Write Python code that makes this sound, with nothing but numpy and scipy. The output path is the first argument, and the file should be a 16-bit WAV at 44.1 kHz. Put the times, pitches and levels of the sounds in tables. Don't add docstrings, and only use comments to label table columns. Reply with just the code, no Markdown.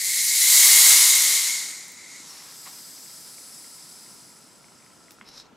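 import sys
import numpy as np
from scipy import signal
from scipy.fft import rfft, irfft, next_fast_len
from scipy.io import wavfile

SR = 44100
rng = np.random.default_rng(int(sys.argv[2]) if len(sys.argv) > 2 else 0)


def rack_gain(trim_db):
    fader = np.asarray(trim_db, float)
    return 10 ** (fader / 20)


def wav_out(sig):
    wavfile.write(sys.argv[1], SR, np.round(np.clip(np.atleast_2d(sig).T, -1, 1) * 32767).astype(np.int16))


N = 245548
SIZE = next_fast_len(N + SR)
HZ = np.maximum(np.arange(SIZE // 2 + 1) * SR / SIZE, 1)


def rms_one(x):
    return x / np.sqrt(np.mean(x ** 2) + 1e-20)


def over_hz(points):
    hz, value = np.transpose(points)
    return np.interp(np.log(HZ), np.log(hz), value)


def colour(points, peaks):
    humps_db = sum(db / (1 + (2 * (HZ - hz) / width_hz) ** 2) for hz, width_hz, db in peaks)
    return rack_gain(over_hz(points) + humps_db)


def flutter(rate_hz):
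    r = np.exp(-80 * np.pi * rate_hz / SR)
    slow = signal.lfilter([1], [1, -2 * r, r * r], rng.standard_normal(N // 40 + 2002))[2000:]
    return np.interp(np.arange(N) / 40, np.arange(len(slow)), rms_one(slow))


def follow(control, full_db, layers, *changes_s):
    s = np.union1d(np.transpose(control)[0], changes_s)
    swing = np.interp(s, *np.transpose(control)) - full_db
    change = np.interp(s, changes_s[0], [0, 1])
    levels = [full_db + db + share * swing + gain_db * change for db, share, gain_db in layers]
    return np.transpose([s] + levels)


def gas(rows, gain, split_hz, fade_s, gust_db, own_db, sputter_db):
    t = np.arange(N) / SR
    s, *levels = np.transpose(rows)
    lumps = rack_gain(sputter_db * flutter(150))
    spectrum = rfft(rng.standard_normal(N) * lumps, SIZE) * gain
    gust = gust_db * flutter(9.4)
    out, below = 0, 0
    for level_db, edge_hz in zip(levels, list(split_hz) + [SR * 9]):
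        upto = 1 / (1 + (HZ / edge_hz) ** 16)
        band = rms_one(irfft(spectrum * (upto - below), SIZE)[:N])
        out = out + band * rack_gain(np.interp(t, s, level_db) + gust + own_db * flutter(28))
        below = upto
    fade_in = np.clip((t - s[0]) / fade_s + (s[0] == 0), 0, 1) ** .5
    fade_out = np.clip((s[-1] - t) / fade_s, 0, 1) ** .5
    return out * fade_in * fade_out


def rings(events, trim_db, crack):
    out, t = np.zeros(N + SR), np.arange(SR // 5) / SR
    dull = signal.butter(3, [600, 4000], "band", fs=SR, output="sos")
    burst = rng.standard_normal((len(events), len(t))) * np.exp(-t / 0.0012)
    cracks = signal.sosfilt(dull, burst)
    for k, ((s, db, hz, t60_s), noise) in enumerate(zip(events, cracks)):
        onset = np.minimum(hz * t * 2, 1)
        tone = np.sin(2 * np.pi * hz * t) * onset * 1000. ** (-t / t60_s)
        out[round(s * SR):][:len(t)] += (-1) ** k * rack_gain(db + trim_db) * (tone + crack * noise)
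    return out[:N]


# f/Hz, density/dB
HUM_COLOUR = [(13, -47), (22, -18.5), (165, 5.5), (710, 0), (935, -1), (1170, -5.5), (1300, 0),
              (1490, -4.5), (3420, -11), (5030, -17), (6620, -18.5), (7810, -21), (8720, -26.5),
              (10900, -28), (16000, -34.5)]
# f/Hz, width/Hz, gain/dB
HUM_PEAKS = [(158.8, 37, 1), (274, 150, 3.5), (990, 110, 5.5), (1354, 120, 5.5)]
# f/Hz, likeness/1
HUM_LIKENESS = [(60, 0.55), (180, 0.53), (550, 0.6), (1650, 0.83), (4970, 0.49), (15000, 0.91)]


def hum():
    mid, side = rfft(rng.standard_normal((2, SIZE))) * colour(HUM_COLOUR, HUM_PEAKS)
    alike = np.clip(over_hz(HUM_LIKENESS), 0, 1)
    pair = [np.sqrt(1 + alike) * mid + sign * np.sqrt(1 - alike) * side for sign in (1, -1)]
    return rack_gain(-56) * rms_one(irfft(np.array(pair), SIZE)[:, :N])


# f/Hz, density/dB
HISS_COLOUR = [(1760, -29), (3000, -3.5), (3570, -9.5), (6440, -6.5), (13100, -21), (16000, -27.5)]


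def hiss():
    spectrum = rfft(rng.standard_normal(SIZE)) * colour(HISS_COLOUR, [])
    return rack_gain(-69.5) * rms_one(irfft(spectrum, SIZE)[:N])


# t/s, peak/dB
TICKS = [(2.5237, -46), (2.5641, -52), (2.6637, -49), (2.8035, -50), (2.8424, -55), (2.9228, -49),
         (2.9786, -49), (3.0614, -45), (3.1028, -45), (3.3822, -44), (3.4131, -48), (3.6431, -44),
         (3.705, -51), (3.7449, -49), (3.8247, -51), (4.0627, -49), (4.0794, -57), (4.2847, -52),
         (4.365, -52), (4.6433, -44.5), (4.6848, -52), (4.8249, -50), (4.8635, -47), (4.9043, -53),
         (5.083, -44)]


def ticks():
    fields_s = np.arange(2.523, 5.0, .02)
    faint_share, faint_db = .15, -56
    draws = rng.random((len(fields_s), 2))
    faint = [(s, faint_db + 6 * (b - .5)) for s, (a, b) in zip(fields_s, draws) if a < faint_share]
    steps = [(s, db - 1) for s, db in TICKS] + faint
    ring_hz = 2090 + 90 * rng.standard_normal(len(steps))
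    return rings([(s, db, hz, 0.011) for (s, db), hz in zip(steps, ring_hz)], 4.6, crack=0.24)


# f/Hz, level/dB
ROOM_SPREAD = [(500, -25), (1000, -82.5), (2000, -18.5), (4000, -9), (8000, -9.5), (12000, -7.5),
               (16000, -11)]


def shed(x):
    t60_s, room_db = .15, -7.0
    t = np.arange(SR // 2) / SR
    tails = rng.standard_normal((2, len(t))) * 1000. ** (-t / t60_s) * (t > .003)
    mid, side = [rfft(tail / np.sqrt(np.sum(tail ** 2)), SIZE) for tail in tails]
    side = rack_gain(over_hz(ROOM_SPREAD)) * side
    paths = [1 + rack_gain(room_db) * (mid + sign * side) for sign in (1, -1)]
    return irfft(rfft(x, SIZE) * np.array(paths), SIZE)[:, :N]


# t/s, peak/dB, f/Hz, t60/s
KNOCKS = [
    (2.2, -43, 272, .07),
    (5.217, -46, 205, .09),
    (5.515, -49, 880, .04),
    (5.521, -50, 520, .04),
    (5.525, -46, 235, .06),
]


def knocks():
    return rings(KNOCKS, -.1, crack=0)


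# f/Hz, peak/dB, t60/s
SNAP = [(1050, -34, .013), (1500, -34, .011), (2080, -31, .014), (2700, -37, .009), (3300, -38, .008)]


def snap():
    return rings([(5.2118, db, hz, t60_s) for hz, db, t60_s in SNAP], -3.2, crack=0.21)


# t/s, peak/dB, f/Hz, t60/s
CREAKS = [
    (2.668, -46, 818, 0.008),
    (2.689, -46, 850, 0.021),
    (2.731, -45, 980, 0.016),
    (4.72, -46, 1350, 0.012),
    (5.186, -46, 1330, 0.011),
]


def creaks():
    return rings(CREAKS, 2.0, crack=0.65)


# t/s, level/dB
GRIP = [(2.22, -56), (2.3, -55.5), (2.46, -55), (2.6, -66), (2.66, -54.5), (2.668, -46), (2.694, -55),
        (2.702, -68), (2.8, -61)]
# f/Hz, density/dB
GRIP_COLOUR = [(400, -49), (750, -22), (2000, -4), (4000, 2), (6000, -35)]
# offset/dB, share of swing/1, later gain/dB
GRIP_LAYERS = [(-2.5, 1.35, 0.013), (-4.5, 0.96, 0), (-5.5, .7, 0)]


def grip():
    rows = follow(GRIP, -49, GRIP_LAYERS, (2.3, 2.6))
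    return gas(rows, colour(GRIP_COLOUR, []), [1200, 2300], .03, gust_db=0, own_db=0, sputter_db=2.5)


# t/s, peak/dB, low f/Hz, high f/Hz, decay/s
SPITS = [(1.8808, -27, 7500, 12000, .0015), (1.9192, -30, 11000, 17000, .0008),
         (2.1645, -37, 3000, 14000, .001), (2.668, -37, 900, 4200, .002), (5.1075, -38, 2200, 13000, .003),
         (5.1185, -39, 5000, 16000, .0015), (5.244, -52, 8000, 11000, .001),
         (5.386, -44, 7000, 13500, .001), (5.404, -45, 2000, 9000, .002)]


def spits():
    out, t = np.zeros(N + SR), np.arange(SR // 20) / SR
    noises = rng.standard_normal((len(SPITS), len(t)))
    for (s, db, low_hz, high_hz, decay_s), noise in zip(SPITS, noises):
        band = signal.butter(2, [low_hz, high_hz], "band", fs=SR, output="sos")
        out[round(s * SR):][:len(t)] += rack_gain(db) * signal.sosfilt(band, noise * np.exp(-t / decay_s))
    return out[:N]


# t/s, level/dB
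SHUT = [(5.24, -75), (5.246, -70), (5.29, -48.5), (5.302, -58.5), (5.38, -49.5), (5.408, -51), (5.424, -62),
        (5.438, -73), (5.47, -66)]
# f/Hz, density/dB
SHUT_COLOUR = [(700, -10), (2600, -14), (3400, -16), (3800, -9), (5700, -9), (6500, -13), (8500, -20),
               (9500, -17), (11500, -19), (13000, -30), (16000, -40)]
# f/Hz, width/Hz, gain/dB
SHUT_PEAKS = [(4000, 350, 6), (5300, 600, 9)]
# offset/dB, share of swing/1, gain once tight/dB
SHUT_LAYERS = [(-9.5, 0.28, -1.5), (-8, 0.82, 7.5), (-1.3, 0.89, -4.5), (-13.5, 0.8, 8), (-10.5, 1.06, -11)]


def twist_shut():
    rows = follow(SHUT, -46.5, SHUT_LAYERS, (5.29, 5.475))
    return gas(rows, colour(SHUT_COLOUR, SHUT_PEAKS), [3500, 4600, 6000, 8800], .015,
               gust_db=0, own_db=0, sputter_db=2.5)


# t/s, level/dB
LEAK = [(2.2, -68), (2.29, -45.5), (2.5, -48.5), (2.7, -47), (3.5, -49.5), (4.1, -53), (4.55, -62.5),
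        (5.05, -65), (5.26, -72)]
# f/Hz, density/dB
LEAK_COLOUR = [(400, -52), (750, -14), (1300, -11), (2000, -10), (2900, -14.5), (4200, -5), (5500, -2),
               (8000, -5.5), (12000, -17), (13500, -18), (16000, -18)]
# f/Hz, width/Hz, gain/dB
SLIP_PEAKS = [(4300, 500, 3), (5500, 1100, 7), (7000, 800, 2), (10800, 700, 5)]
LEAK_PEAKS = [(4990, 650, 7.5), (6700, 500, -3), (7850, 650, 7), (9200, 500, 2), (10100, 500, -3),
              (10900, 600, 2), (12500, 1100, 6)]
FOAM_PEAKS = [(5020, 620, 7.5), (6700, 500, -3), (7850, 650, 7), (8700, 400, -6), (9600, 800, 8),
              (10900, 500, 3), (12200, 1000, 3)]
LEAK_STAGES = [(.1, -6.5, -11, -9), (.1, -1.7, -11.5, -4), (.1, -2.4, -4.6, -4)]


def leak():
    full_db = -49
    follows = [0.75, 0.72, 1.03, 1.02]
    t = np.arange(N) / SR
    s, pressure_db = np.transpose(LEAK)
    settled = np.interp(t, (2.38, 2.6), [0, 1])
    foamed = np.interp(t, (3.0, 3.5), [0, 1])
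    dulling_db = -1.5 * np.interp(s, (3.3, 5.9), [0, 1])
    shares = [1 - settled, settled - foamed, foamed]
    out = 0
    for peaks, share, stage in zip([SLIP_PEAKS, LEAK_PEAKS, FOAM_PEAKS], shares, LEAK_STAGES):
        levels = [full_db + db + k * (pressure_db - full_db) for db, k in zip(stage, follows)]
        first, second, third, top = levels
        top = top + dulling_db
        air = top - 5.0 + 1.0 * (top - first)
        rows = np.transpose([s, first, second, third, top - .6, air])
        whistle = gas(rows, colour(LEAK_COLOUR, peaks), [6500, 8800, 10500, 13300], 0.071,
                      gust_db=-0.04, own_db=0.5, sputter_db=0.45)
        out = out + np.sqrt(share) * whistle
    return out


# t/s, level/dB
JET = [(0, -28), (.08, -25.5), (.31, -23), (.53, -15.5), (.88, -14), (1.36, -21), (1.56, -28), (1.93, -47),
       (2.3, -42.5)]
# f/Hz, density/dB
JET_COLOUR = [(35, -75), (60, -33.5), (108, -40), (294, -27), (579, -24), (682, -27), (1010, -17.5),
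              (1700, -14), (2140, -5.5), (2520, -14), (4120, -2), (7570, 0), (11000, -6), (14600, -8.5),
              (16000, -16.5)]
# f/Hz, width/Hz, gain/dB
JET_PEAKS = [(944, 400, 4.5), (2033, 220, 6), (2180, 73, 6), (3950, 540, 4), (7000, 4800, 3),
             (11400, 2400, 5.5), (14500, 1200, 9)]
# f/Hz, width/Hz, gain/dB
WHISTLES = [(4404, 40, 4), (4524, 40, 4), (4730, 60, 3), (4972, 40, 5), (5740, 30, 4), (5820, 50, 4),
            (6570, 50, 8), (6724, 30, 4), (6870, 60, 4), (7056, 30, 5), (7305, 60, 5), (7592, 50, 4),
            (7688, 50, 5), (8084, 30, 4), (8460, 50, 3), (8938, 40, 5), (9067, 30, 4)]
# offset at full flow/dB, share of swing/1, gain once wide/dB
JET_LAYERS = [(-34, 0.88, 12.5), (-23, 2.5, 10.5), (-12.5, 0.73, -0.5), (-16, 1.26, 5.5), (0.5, 0.97, -1),
              (-0.5, 1.21, -3.5)]


def jet():
    opening_s = (0.094, 1.88)
    turn_s = (2.18, 2.23)
    s, body, roar, cavity, dip, main, top = follow(JET, -12, JET_LAYERS, opening_s, turn_s).T
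    body = 10 * np.log10(rack_gain(body) ** 2 + rack_gain(roar) ** 2)
    cavity = cavity - 11 * np.interp(s, turn_s, [0, 1])
    air = top - 4.2 + 0.95 * (top - main)
    rows = np.transpose([s, body, cavity, dip, main, top - 1.1, air])
    return gas(rows, colour(JET_COLOUR, [*JET_PEAKS, *WHISTLES]), [1700, 2550, 3500, 9000, 12000], 0.095,
               gust_db=-0.2, own_db=0.56, sputter_db=0.41)


def scene():
    hands = grip() + creaks() + snap() + knocks()
    escaping = rack_gain(-1.82) * jet() + rack_gain(-1.0) * leak() + twist_shut() + spits()
    bottle = shed(escaping + hands) * rack_gain([[.4], [-.4]])
    return bottle + ticks() + hum() + hiss()


def band_limit(x):
    return signal.sosfilt(signal.butter(12, 16360, fs=SR, output="sos"), x)


def record(dry):
    low_pass = signal.cheby2(22, 55, 16050, fs=SR, output="sos")
    mix = np.clip(signal.sosfilt(low_pass, dry), -1, 1)
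    return band_limit(mix)


dry = scene()
out = record(dry)
wav_out(out)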